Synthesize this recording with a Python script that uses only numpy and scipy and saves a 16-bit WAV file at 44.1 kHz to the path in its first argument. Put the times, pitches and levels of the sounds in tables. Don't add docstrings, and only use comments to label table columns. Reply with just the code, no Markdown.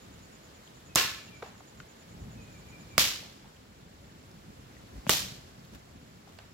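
import sys
import numpy as np
from scipy import signal
from scipy.io import wavfile

SR = 44100
rng = np.random.default_rng(int(sys.argv[2]) if len(sys.argv) > 2 else 0)


def magnitude_from_level(level_db):
    exponent = np.asarray(level_db, float) / 20
    return 10 ** exponent


def to_wav(sig):
    pcm = np.clip(np.atleast_2d(sig), -1, 1) * 32767
    pcm = np.round(pcm).astype(np.int16)
    wavfile.write(sys.argv[1], SR, pcm.T)


N = 288320

# t/s, peak/dB, tearing/ms, thump/dB, scatter/dB
SNAPS = [
    (0.9574, -9.5, 3.6, -20, -22),
    (2.9797, -9, 2.9, -22, -20.5),
    (5.094, -12, 5.3, -17, -20),
]


def in_time(rows):
    return np.interp(np.arange(N) / SR, *np.transpose(rows))


def at_hz(points, hz):
    points_hz, value = np.transpose(points)
    return np.interp(np.log(hz), np.log(points_hz), value)


def total_db(spectrum, low_hz, high_hz):
    return 10 * np.log10(np.sum(magnitude_from_level(2 * at_hz(spectrum, np.arange(low_hz, high_hz)))))


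def drift(rate_hz):
    r = np.exp(-2 * np.pi * rate_hz * 40 / SR)
    slow = signal.lfilter([1], [1, -2 * r, r * r], rng.standard_normal(N // 40 + 2002))[2000:]
    return np.interp(np.arange(N) / 40, np.arange(len(slow)), slow / slow.std())


def resonate(x, hz, width_hz):
    r = np.exp(-np.pi * width_hz / SR)
    zeros = np.array([1, 0, -1]) * (1 - r * r) / 2
    return signal.lfilter(zeros, [1, -2 * r * np.cos(2 * np.pi * hz / SR), r * r], x)


def add(out, start_s, sound, pan_db=0):
    i = round(start_s * SR)
    placed = sound * magnitude_from_level(np.array([[.5], [-.5]]) * pan_db)
    out[:, i:i + sound.shape[-1]] += placed[:, :N - i]


def swells(rows):
    t = np.arange(N) / SR
    return sum(magnitude_from_level(2 * db) * np.exp(-((t - s) / half_s) ** 2) for s, db, half_s in rows)


def after_snaps(peak_db, rise_s):
    since = [np.maximum(np.arange(N) / SR - s, 0) / rise_s for s, *_ in SNAPS]
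    return magnitude_from_level(2 * peak_db) * sum((u * np.exp(1 - u)) ** 2 for u in since)


def snaps():
    # f/Hz, width/Hz, level/dB in first, second, third break
    crack_modes = [(314, 150, -12, -11.5, -9.5), (650, 300, -10.5, -8, -2.5), (1193, 300, -8, -2.5, -4.5),
                   (1650, 1040, -29, -11, -1), (2400, 720, -18, -1, -30), (3670, 840, -7.5, -12, -3),
                   (2930, 390, -25, -31, -2), (4980, 270, -5, 0, -23), (7150, 3000, 2, -3, -1),
                   (11850, 2700, -6, -15, -5.5), (14900, 1700, -10, -9, -9)]
    # f/Hz, level/dB, t60/s
    ring_modes = [(1073, -29, 0.43), (1313, -41.5, 0.78), (1460, -37, 0.58), (1726, -29, 0.58),
                  (2114, -33, 0.24), (2430, -49, .35), (2720, -31.5, 0.53)]
    out, t = np.zeros((2, N)), np.arange(SR // 2) / SR
    for k, (s, peak_db, tearing_ms, thump_db, _) in enumerate(SNAPS):
        fibres = rng.standard_normal((3, len(t))) * np.exp(-(t * 1000 / tearing_ms) ** 3)
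        fibres[:, 4] += 7.0
        crack = 0
        for j, (hz, width_hz, *level_db) in enumerate(crack_modes):
            volley = fibres[0] * min(900 / hz, 1) + fibres[1:] * min(hz / 2500, 1)
            voice = resonate(volley, hz, width_hz * 1.08)
            voice = resonate(voice, hz, width_hz * 1.08)
            voice /= np.linalg.norm(voice, axis=1, keepdims=True)
            tilt_db = np.array([[-1], [1]]) * hz / 6000
            crack = crack + magnitude_from_level(level_db[k] + tilt_db) * (-1) ** j * voice
        thump = np.sin(2 * np.pi * 170 * t) * np.exp(-t / 0.005)
        add(out, s, magnitude_from_level(peak_db + 9.0) * (1.63 * crack + magnitude_from_level(thump_db) * thump), pan_db=-1.2)

    ring = 0
    for hz, db, t60_s in ring_modes:
        beat = np.cos(2 * np.pi * hz * 0.00647 * t)
        ring = ring + magnitude_from_level(db - 60 * t / t60_s) * np.sin(2 * np.pi * hz * t) * beat
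    add(out, SNAPS[0][0], ring * (1 - np.exp(-t / 0.0028)))
    return out


def touches():
    # t/s, peak/dB, pitch/Hz, left-right/dB, scatter/dB
    knocks = [(0.675, -53, 3140, 13, -20), (1.605, -42.5, 695, 2, -34), (1.801, -35.5, 1440, 1, -27),
              (3.229, -43, 580, 7, -13.5), (3.443, -48, 912, 5, -13), (3.566, -49.5, 2800, 2, -17),
              (4.752, -55, 2020, 5, -20), (6.274, -45, 785, 1.5, -17), (6.387, -50.5, 656, -22, -6),
              (3.456, -51, 790, 4, -19), (4.766, -49, 1900, 7, -25), (6.388, -46, 1500, -4, -18)]
    # t/s, peak/dB, pitch/Hz, left-right/dB
    ticks = [(0.1924, -50, 4450, -4), (1.5798, -47, 3760, 2), (2.0344, -61, 3210, 0.5),
             (3.5653, -54, 5960, -2), (4.125, -59, 3420, -24), (4.2285, -50, 7150, 4),
             (4.315, -46, 4480, 7), (5.5944, -51, 4790, -7), (5.649, -49, 4240, -1.5),
             (6.3876, -43, 4220, -8)]
    # t/s, peak/dB, pitch/Hz, t60/s, scatter/dB
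    giving = [(.9512, -27, 5000, 0.0026, -16), (.9512, -29, 12000, 0.0036, -40),
              (1.022, -21, 12500, .003, -30), (1.423, -36.5, 725, 0.0063, -10),
              (1.4256, -30, 1260, .015, -34), (1.428, -32, 463, 0.037, -14), (1.4255, -36, 760, 0.068, -19),
              (1.428, -44, 3900, .01, -19), (1.8027, -46, 2970, 0.0092, -21),
              (5.0668, -26, 560, 0.018, -18), (5.0668, -39.5, 2630, 0.0077, -8),
              (5.0762, -40, 3000, 0.0066, -7), (5.0762, -36.5, 6600, 0.0045, -7),
              (5.652, -52, 12500, .006, -24), (6.389, -43.5, 2670, 0.024, -19)]
    rows = [(s, db, hz, 0.031, pan_db, far_db) for s, db, hz, pan_db, far_db in knocks]
    rows += [(s, db, hz, 0.0036, pan_db, -25) for s, db, hz, pan_db in ticks]
    rows += [(s, db, hz, t60_s, 0.5, far_db) for s, db, hz, t60_s, far_db in giving]
    return rows


def taps():
    out, t = np.zeros((2, N)), np.arange(SR // 10) / SR
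    for s, peak_db, hz, t60_s, pan_db, _ in touches():
        touch = rng.standard_normal((3, len(t))) * np.exp(-t * 12 / t60_s)
        touch[0, 0] += 2.5
        knock = resonate(touch[0] + 0.43 * touch[1:], hz, 2.0 / t60_s + 0.085 * hz)
        knock = knock + 0.19 * resonate(touch[1:], min(hz * 3.04, 15000), hz / 2)
        knock = resonate(knock, hz * 1.1, hz * 1.6)
        add(out, s, magnitude_from_level(peak_db + 1.5) * knock / np.abs(knock).max(), pan_db)
    return out


def pushes():
    # t/s, peak/dB, f/Hz, length/s
    puffs = [(2.191, -42, 60, 0.065), (2.215, -46, 115, 0.044), (4.494, -45, 94, 0.016),
             (4.939, -37, 52, 0.065), (5.068, -27, 180, 0.0107), (5.728, -50, 139, 0.032)]
    out, t = np.zeros((2, N)), np.arange(SR // 10) / SR
    for s, peak_db, hz, length_s in puffs:
        swell = np.sin(np.pi * np.minimum(t / length_s, 1))
        add(out, s, magnitude_from_level(peak_db) * np.sin(2 * np.pi * hz * t) * swell)
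    return out


def scatter_power(hz, grain):
    # f/Hz, level/dB per Hz
    colours = [
        [(150, -29), (300, -4), (600, -7), (1100, -5.5), (1800, -2.5), (3000, -2), (4700, -3), (7000, -7.5),
         (9200, -12), (12000, -11.5), (16000, -18)],
        [(150, -5), (300, -11), (600, -10.5), (1100, -8.5), (1800, -4.5), (3400, -0.5), (5000, -1.5),
         (7500, -5), (9000, -10.5), (12000, -7), (16000, -15)],
        [(150, -6), (300, -5), (600, -5.5), (1100, -8), (1800, -7), (3400, -1), (5000, -1.5), (7500, -3),
         (9200, -10.5), (12000, -3.5), (16000, -19)],
    ]
    # f/Hz, t60/s
    scatter_t60 = [(150, 0.23), (500, 0.27), (1400, .45), (3700, 0.49), (8000, 0.41), (15000, 0.35)]
    build_s, stand_s = .008, 0.013
    blows = np.zeros(N)
    for (s, peak_db, *_, scatter_db), colour in zip(SNAPS, colours):
        colour_db = at_hz(colour, hz) - total_db(colour, 150, 18000)
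        blows[round(s * SR)] = magnitude_from_level(2 * (peak_db + scatter_db + 10 + colour_db))
    for s, peak_db, pitch_hz, *_, scatter_db in touches():
        off_pitch_db = 8.0 * abs(np.log2(hz / pitch_hz))
        blows[round(s * SR)] = magnitude_from_level(2 * (peak_db + scatter_db - off_pitch_db)) / pitch_hz
    fall = magnitude_from_level(-120 / (at_hz(scatter_t60, hz) * SR))
    build = np.exp(-1 / (build_s * SR))
    dying = signal.lfilter([1], [1, -fall], blows + 1e-24)
    crowd = 0.39 * dying + signal.lfilter([(1 - build) ** 2], [1, -2 * build, build ** 2], dying)
    far_slope = signal.lfilter([.03], [1, -np.sqrt(fall)], blows + 1e-24)
    stand = 0.19 * np.roll(dying, round(stand_s * SR))
    shadow_db = min(hz / 9000, 1) ** 3 * np.array([[-1.3], [1.3]])
    return (crowd + stand + far_slope) * grain * magnitude_from_level(2 * shadow_db)


def bands(gain_at):
    # f/Hz, left-right likeness
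    likeness = [(60, 0.89), (180, 1), (550, 0.6), (1650, 0.17), (4970, 0.038), (15000, -0.12)]
    left_lag_s = .00046
    back, front = 0, 0
    edges_hz = 28 * 2 ** (np.arange(29) / 3)
    white = rng.standard_normal((2, 2, N)) * np.sqrt(SR / 4)
    for k, (low, high) in enumerate(zip(edges_hz, edges_hz[1:])):
        band = signal.butter(2, [low, high], "band", fs=SR, output="sos")
        mid, side = signal.sosfilt(band, white[k % 2])
        hz = np.sqrt(low * high)
        alike = np.clip(at_hz(likeness, hz), -.99, .99)
        noise = np.sqrt(1 + alike) * mid + np.sqrt(1 - alike) * side * [[1], [-1]]
        back_gain, front_gain = gain_at(hz)
        back = back + back_gain * np.roll(noise, N // 3, axis=1)
        front = front + front_gain * noise
    back[0] = np.roll(back[0], round(left_lag_s * SR))
    return back + front


def wood_and_wind():
    # t/s, level/dB
    leaf_level = [(0.0, -56.5), (1.5, -58), (2.9, -56), (3.6, -60), (5.0, -57), (6.54, -60)]
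    # f/Hz, level/dB per Hz
    hiss_colour = [(250, -5.5), (450, -7), (800, -11.5), (1500, -14), (2500, -17.5), (4000, -19),
                   (6000, -22), (7800, -24.5), (9200, -25), (12000, -30), (16000, -34.5)]
    # middle t/s, level/dB, half length/s
    rustles = [(2.022, -65.5, 0.013), (2.876, -71, .02), (4.967, -64, .04), (5.746, -55, 0.018),
               (6.315, -63, 0.048)]
    # t/s, level/dB
    wind_level = [(0.0, -73), (0.6, -64.5), (1.4, -56), (2.0, -67), (2.5, -52), (2.93, -53), (3.5, -60),
                  (4.0, -55), (4.7, -53.5), (5.4, -52.5), (5.85, -57.5), (6.54, -57.5)]
    # middle t/s, level/dB, half length/s
    gusts = [(.13, -54, 0.18), (.76, -57, 0.036), (.89, -53.5, 0.038), (1.29, -55, 0.027),
             (1.5, -56.5, 0.053), (1.8, -53, 0.04), (2.24, -43.5, 0.088), (2.39, -46.5, 0.028),
             (2.13, -58, 0.041), (3.19, -63, 0.032), (3.46, -54, 0.018), (4.2, -57, .03), (4.5, -53, 0.023),
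             (4.6, -57, 0.044), (4.96, -45.5, 0.025), (5.24, -50.5, 0.028), (5.74, -47, 0.023),
             (5.96, -55.5, .05)]
    # f/Hz, level/dB per Hz
    rumble_colour = [(15, -40), (25, -7), (59, 0), (149, 1.5), (237, -3), (310, -12.5), (487, -19.5),
                     (541, -15), (647, -25), (900, -20), (1170, -51), (1980, -120)]

    boom = after_snaps(-47.5, 0.038)
    hiss_swell = after_snaps(-53, 0.091)
    wind_db = 10 * np.log10(magnitude_from_level(2 * in_time(wind_level)) + swells(gusts) + boom)
    wind_db = wind_db - total_db(rumble_colour, 70, 300) + 1.2 * drift(29)
    leaves_db = 10 * np.log10(magnitude_from_level(2 * in_time(leaf_level)) + hiss_swell) - total_db(hiss_colour, 960, 16000)
    rustle = swells(rustles) * magnitude_from_level(6.9 * drift(150))
    grain = magnitude_from_level(2.5 * drift(160))

    def gain_at(hz):
        hiss_db = at_hz(hiss_colour, hz)
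        wind = magnitude_from_level(2 * (wind_db + at_hz(rumble_colour, hz) + .8 * drift(8)))
        hiss = magnitude_from_level(2 * (leaves_db + hiss_db + 0.98 * drift(45)))
        dry_leaf = rustle * magnitude_from_level(1.53 * hiss_db) / 400 * (hz > 400)
        shade_db = -4.5 * min(hz / 12000, 1) ** 2 * np.array([[.5], [-.5]])
        return np.sqrt(wind + hiss + dry_leaf) * magnitude_from_level(shade_db), np.sqrt(scatter_power(hz, grain))
    return bands(gain_at)


def bird():
    # t/s, level/dB, start f/Hz, length/s
    notes_sung = [(0.887, -61, 2600, 0.047), (1.114, -55, 2520, 0.1), (1.267, -61, 2780, .04),
                  (1.304, -55.5, 2430, 0.07), (2.363, -60, 2590, 0.08), (2.46, -65, 2550, .07),
                  (2.539, -60, 2400, 0.044), (2.626, -66, 2480, 0.1), (2.713, -54.5, 2450, 0.055),
                  (2.82, -74, 2530, .06), (2.893, -58.5, 2430, 0.076)]
    fall_hz_per_s = 3700
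    out = np.zeros((2, N))
    for s, level_db, from_hz, length_s in notes_sung:
        share = np.arange(round(length_s * SR)) / (length_s * SR)
        pitch_hz = from_hz - fall_hz_per_s * length_s * share ** 1.74
        whistle = np.sin(np.pi * share) * np.sin(2 * np.pi * np.cumsum(pitch_hz) / SR)
        add(out, s, magnitude_from_level(level_db) * whistle)
    t = np.arange(SR // 3) / SR
    echoes = rng.standard_normal((2, len(t))) * magnitude_from_level(-60 * t / .45)
    echoes /= np.linalg.norm(echoes, axis=1, keepdims=True)
    return 1.5 * (0.8 * out + 1.1 * signal.fftconvolve(out, echoes, axes=1)[:, :N])


def insects():
    # first t/s, last t/s
    bouts = [(.01, .848), (1.03, 2.515), (2.572, 2.893)]
    throb_every_s, throb_s = .106, .048
    t, swell = np.arange(N) / SR, np.zeros(N)
    for first_s, last_s in bouts:
        count = round((last_s - first_s) / throb_every_s) + 1
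        for s in np.linspace(first_s, last_s, count):
            swell += np.exp(-(2 * (t - s) / throb_s - 1) ** 4)
    rasp = rng.standard_normal((2, N)) * (0.71 + np.cos(np.pi * 230 * t) ** 2)
    near = resonate(resonate(rasp, 6920, 400), 6920, 400)
    far = resonate(resonate(rng.standard_normal((2, N)), 7230, 450), 7230, 450)
    near = magnitude_from_level(-63.0) * swell * near / near.std() * magnitude_from_level([[-2], [2]])
    return near + magnitude_from_level(-73.0 + 1.3 * drift(10)) * far / far.std()


def scene():
    return snaps() + taps() + pushes() + wood_and_wind() + bird() + insects()


def roll_off(x):
    return signal.sosfilt(signal.butter(12, 17020, fs=SR, output="sos"), x)


def record(dry):
    dry = dry - .5 * resonate(dry, 9260, 2570)
    dry = signal.sosfilt(signal.butter(4, 41, "high", fs=SR, output="sos"), dry)
    dry = 1.492 * np.tanh(dry / 1.51)
    dry = signal.sosfilt(signal.ellip(8, .5, 60, 15900, fs=SR, output="sos"), dry)
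    return roll_off(dry)


dry = scene()
out = record(dry)
to_wav(out)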